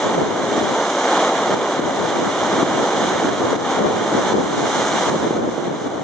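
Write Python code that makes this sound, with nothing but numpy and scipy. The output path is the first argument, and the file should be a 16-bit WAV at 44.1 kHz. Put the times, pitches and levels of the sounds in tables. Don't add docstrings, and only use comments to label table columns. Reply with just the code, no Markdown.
import sys
import numpy as np
from scipy import signal
from scipy.fft import rfft, irfft, next_fast_len
from scipy.io import wavfile
from scipy.ndimage import uniform_filter1d

SR = 44100
rng = np.random.default_rng(int(sys.argv[2]) if len(sys.argv) > 2 else 0)


def to_wav(sig):
    pcm = np.clip(np.atleast_2d(sig), -1, 1) * 32767
    pcm = np.round(pcm).astype(np.int16)
    wavfile.write(sys.argv[1], SR, pcm.T)


def to_linear_factor(level_db):
    exponent = np.asarray(level_db, float) / 20
    return 10 ** exponent


N = 265967
TIME = np.arange(N) / SR
SIZE = next_fast_len(N + 8000)
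BINS_HZ = np.maximum(np.arange(SIZE // 2 + 1) * SR / SIZE, 1)


def rms_one(x):
    return x / np.sqrt(np.mean(x ** 2) + 1e-20)


def at_hz(points, hz):
    table = np.array(points, float)
    return np.interp(np.log(hz), np.log(np.maximum(table[:, 0], 1)), table[:, 1])


def drift(rate):
    pole = np.exp(-80 * np.pi * rate / SR)
    noise = rng.standard_normal(N // 40 + 2002)
    slow = signal.lfilter([1], [1, -2 * pole, pole * pole], noise)[2000:]
    return np.interp(np.arange(N) / 40, np.arange(len(slow)), rms_one(slow))


def grainy(per_s, spread_db):
    sizes = to_linear_factor(spread_db * np.minimum(rng.exponential(1, SIZE), 3.5))
    signs = rng.choice([-1, 1], SIZE)
    happens = rng.random(SIZE) < per_s / SR
    return rms_one(sizes * signs * happens)


def surf():
    layers_hz = [500, 1500, 3500, 6500]
    # pitch_hz [Hz], level_db [dB per Hz]
    colour = [(40, -35.5), (130, -15), (220, -3.5), (320, 0.5), (800, 3.5), (1200, 0), (1700, -4.5),
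              (2400, -3.5), (3500, 0.5), (5000, -5), (6200, -1.5), (7500, -8.5), (8600, -17.5), (9600, -18)]
    # pitch_hz [Hz], likeness [0 to 1]
    likeness = [(60, 0.88), (150, 1), (400, 1), (1000, 1), (1700, 0.81), (3000, 0.42), (5200, 0.42),
                (9000, .45)]
    # pitch_hz [Hz], lead_rad [radians]
    left_leads = [(0, 0), (1210, 0.2), (2500, 0.9), (3010, 1.1), (4220, 0.5), (9300, -0.1)]
    # pitch_hz [Hz], louder_db [dB]
    left_louder = [(300, 0), (900, 0), (1700, -5), (3600, -1), (5100, -4), (7200, -1), (9000, -1)]

    shared = rfft(grainy(per_s=9000, spread_db=2.0))
    apart = rfft(grainy(per_s=9000, spread_db=3.5))
    alike = np.clip(at_hz(likeness, BINS_HZ), 0, .999)
    ports = np.array([[1], [-1]])
    pair = np.sqrt(1 + alike) * shared + np.sqrt(1 - alike) * apart * ports
    pair = pair * np.exp(.5j * ports * at_hz(left_leads, BINS_HZ))
    pair = pair * to_linear_factor(.5 * ports * at_hz(left_louder, BINS_HZ))
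    pair = pair * to_linear_factor(at_hz(colour, BINS_HZ) + 11.0)

    layers_db = surf_layers()
    slosh, patter, neighbour = drift(1.2), drift(25), drift(8)
    octave = np.log2(BINS_HZ)
    out = 0
    for centre in np.arange(5, 14, .5):
        band = np.cos(np.pi * np.clip(octave - centre, -.5, .5)) ** 2
        place = np.interp(centre, np.log2(layers_hz), [0, 1, 2, 3])
        share = np.maximum(1 - abs(place - np.arange(4)), 0)
        own = drift(14.6)
        flicker_db = 0.28 * slosh + 0.41 * patter + 0.28 * (own + neighbour)
        neighbour = own
        out = out + to_linear_factor(share @ layers_db + flicker_db) * irfft(pair * band, SIZE)[:, :N]
    return out


def surf_layers():
    # start_s [s], wash_force_db [dB], spray_db above it [dB], weight_db of water behind it [dB]
    waves = [(.1, -25.5, -11.5, 2), (.3, -29, -12, 2.5), (.6, -24.5, -11.5, 3.5), (.92, -25, -10, 2.5),
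             (1.18, -20.5, -12.5, 3.5), (1.68, -25, -13.5, 4), (2.3, -26, -11, -1), (2.55, -22.5, -13.5, 4),
             (3.05, -24.5, -10.5, 4), (3.42, -26, -12, 0), (3.7, -22, -13, 1.5), (3.92, -27, -12.5, 3.5),
             (4.28, -24, -11, 0.5), (4.5, -29, -8.5, -2), (4.78, -23.5, -8, -0.5), (5.1, -22.5, -9, -1.5),
             (5.33, -31.5, -9.5, 0), (6.03, -35, -10.5, 0.5)]
    # level_db at mean force [dB], shares of the force, spray and weight swings [ratio]
    layers = [
        (-23.5, 0.86, .05, 0.88),
        (-26.5, 1.04, .05, -0.0024),
        (-35, 1.03, 0.51, .2),
        (-36, 1.09, 0.85, .05),
    ]

    start_s, *columns = np.transpose(waves)
    controls_db = np.array([np.interp(TIME, start_s, column) for column in columns])
    swing_db = controls_db - controls_db.mean(axis=1, keepdims=True)
    return np.array([level_db + np.array(shares) @ swing_db for level_db, *shares in layers])


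def thumps():
    # start_s [s], peak_db [dB]
    slams = [(1.113, -6), (1.132, -1), (1.157, -2), (1.171, -4), (1.246, -4), (1.269, -6), (1.305, -9),
             (1.53, -13), (1.97, -10), (2.102, -7), (2.878, -8.5), (3.685, -8), (4.693, -10), (4.751, -10),
             (5.306, -9), (5.996, -21)]
    start_s, peak_db = np.transpose(slams)
    clicks = np.zeros(N)
    clicks[(start_s * SR).astype(int)] = to_linear_factor(peak_db)
    hit = signal.sosfilt(signal.butter(2, 300, "high", fs=SR, output="sos"), clicks)
    return to_linear_factor(-9.0) * (ring(hit, 490, 0.022) + ring(hit, 800, 0.045))


def ring(clicks, hz, t60):
    decay = to_linear_factor(-60 / (t60 * SR))
    turn = 2 * np.pi * hz / SR
    return signal.lfilter([0, np.sin(turn)], [1, -2 * decay * np.cos(turn), decay * decay], clicks + 1e-18)


def wind():
    # pitch_hz [Hz], level_db [dB per Hz]
    colour = [(30, -8), (60, -5), (158, -3), (240, -1), (330, 1), (531, -2.5), (854, -9), (1400, -18),
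              (2500, -30), (6000, -55)]
    # start_s [s], left_peak_db [dB], right_peak_db [dB]
    strong_pops = [(0.069, -6, -13), (0.184, -30, -8), (0.579, -13, -8), (0.613, -5, -14), (1.497, -5, -10),
                   (1.543, -30, -7), (1.795, -6, -18), (1.864, -6, -21), (2.529, -7, -14), (2.63, -3, -8),
                   (2.782, -7, -12), (3.25, -7, -14), (3.292, -13, -5), (3.419, -7, -13), (3.531, -3, -10),
                   (3.555, -7, -19), (3.828, -6, -12), (3.845, -3, -5), (4.117, -6, -11), (4.151, -3, -11),
                   (4.323, -7, -11), (4.341, -4, -13), (4.384, -16, -7), (5.086, -4, -9), (5.163, -11, -14),
                   (5.309, -5, -5), (5.366, -7, -12), (5.436, -9, -11), (5.581, -9, -3), (5.682, -11, -19)]
    shared_below_hz = 66

    gust_db = gusts()
    lumps_db = np.array([1.6 * drift(40) + .3 * drift(9) for port in range(2)])
    eddies = rfft(np.array([grainy(per_s=1500, spread_db=2.5) for port in range(2)]))
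    eddies = eddies + .7 * eddies[::-1] / (1 + (BINS_HZ / shared_below_hz) ** 2)
    rumble = irfft(eddies * to_linear_factor(at_hz(colour, BINS_HZ)), SIZE)[:, :N]
    rumble = rumble / np.sqrt(uniform_filter1d(rumble ** 2, size=2600))
    all_pops = np.vstack([strong_pops, lesser_pops(gust_db)])
    return to_linear_factor(gust_db + lumps_db) * rumble + to_linear_factor(-1.5) * pops(all_pops)


def gusts():
    # reached_s [s], held_s [s], left_db [dB], right_db [dB]
    blows = [(0.061, 0.012, -23.5, -19.5), (.18, 0.014, -14.5, -16.5), (.3, .25, -22.5, -27.5),
             (.62, .01, -17, -21.5), (.71, 0.0087, -25, -25.5), (.86, .04, -37, -43),
             (1.38, .01, -29.5, -35), (1.53, .03, -21, -19), (1.83, 0.032, -16.5, -19.5),
             (2.0, .04, -19.5, -25), (2.17, 0.087, -20, -21), (2.42, 0.0089, -22.5, -31),
             (2.53, 0.28, -22, -21.5), (2.96, 0.2, -24, -23), (3.25, 0.059, -20, -18),
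             (3.42, 0.03, -19, -18), (3.55, 0.055, -15, -18.5), (3.8, 0.054, -13, -15.5),
             (3.95, 0.088, -24.5, -21), (4.15, 0.017, -16, -16.5), (4.352, 0.027, -11.5, -12),
             (4.53, 0.12, -20, -20.5), (4.78, .02, -22, -22.5), (4.92, 0.059, -23, -25.5),
             (5.1, 0.035, -16, -16), (5.24, .02, -18.5, -17), (5.379, 0.077, -15.5, -17),
             (5.58, 0.0093, -26.5, -20.5), (5.67, 0.054, -19.5, -21), (5.86, .14, -22.5, -22.5)]
    rise_db_per_s, fall_db_per_s, lull_db = 191, 112.5, -52
    power = to_linear_factor(lull_db) ** 2
    for reached_s, held_s, *peak_db in blows:
        before_s = np.maximum(reached_s - TIME, 0)
        after_s = np.maximum(TIME - reached_s - held_s, 0)
        loss_db = rise_db_per_s * before_s + fall_db_per_s * after_s
        power = power + to_linear_factor(np.array(peak_db)[:, None] - loss_db) ** 2
    return 10 * np.log10(power)


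def pops(rows):
    out = np.zeros((2, N + 600))
    around_s = np.arange(-300, 300) / SR
    for (start_s, *peak_db), (pitch, phase) in zip(rows, rng.random((len(rows), 2))):
        hz = 260 + 260 * pitch
        swing = np.cos(2 * np.pi * (hz * around_s + phase)) * np.exp(-(hz * around_s / .62) ** 2)
        at = int(start_s * SR)
        out[:, at:at + 600] += to_linear_factor(peak_db)[:, None] * swing
    return out[:, 300:N + 300]


def lesser_pops(gust_db):
    count, over_gust_db, far_port_loss_db = 60, 9.5, 16
    when, side = rng.random((count, 2)).T
    at = (when * (N - 1)).astype(int)
    loss_db = far_port_loss_db * np.maximum([2 * side - 1, 1 - 2 * side], 0)
    return np.vstack([at / SR, gust_db[:, at] + over_gust_db - loss_db]).T


def scene():
    return surf() + thumps() + wind()


def roll_off(x):
    return signal.sosfilt(signal.butter(12, 9710, fs=SR, output="sos"), x)


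def record(dry):
    # start_s [s], depth_db [dB]
    ducks = [(.15, 2.5), (0.612, 3), (1.294, 2), (1.545, 5), (1.797, 5), (2.63, 4.5), (3.291, 3),
             (3.531, 5.5), (3.561, 8), (3.791, 4), (4.329, 6.5), (5.097, 6), (5.368, 4.5), (5.398, 3.5),
             (5.583, 1), (5.679, 3), (5.878, 3.5)]
    # pitch_hz [Hz], width_hz [Hz]
    notches = [(2598, 520), (4600, 600), (5432, 420), (7904, 500), (8097, 500)]
    # pitch_hz [Hz], width_hz [Hz], boost_db [dB]
    between = (8000, 38, 17.5)
    attack_s, recovery_s = 0.0016, 0.091

    duck_db = 0
    for start_s, depth_db in ducks:
        since_s = np.maximum(TIME - start_s - .003, 0)
        duck_db = duck_db + depth_db * np.exp(-since_s / recovery_s) * (1 - np.exp(-since_s / attack_s))
    x = signal.sosfilt(signal.butter(3, 129, "high", fs=SR, output="sos"), dry)
    x = 1.4 * np.tanh(x * to_linear_factor(-duck_db) / 1.4)

    shape = np.ones(len(BINS_HZ), complex)
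    for hz, width_hz in notches:
        off_hz = BINS_HZ - hz ** 2 / BINS_HZ
        shape = shape * (1j * off_hz + .012 * width_hz) / (1j * off_hz + width_hz)
    hz, width_hz, boost_db = between
    off_hz = BINS_HZ - hz ** 2 / BINS_HZ
    shape = shape * (1 + to_linear_factor(boost_db) * width_hz / (1j * off_hz + width_hz))
    x = irfft(rfft(x, SIZE) * shape, SIZE)[:, :N]
    x = signal.sosfilt(signal.cheby2(14, 60, 10150, fs=SR, output="sos"), x)
    return roll_off(x)


dry = scene()
out = record(dry)
to_wav(out)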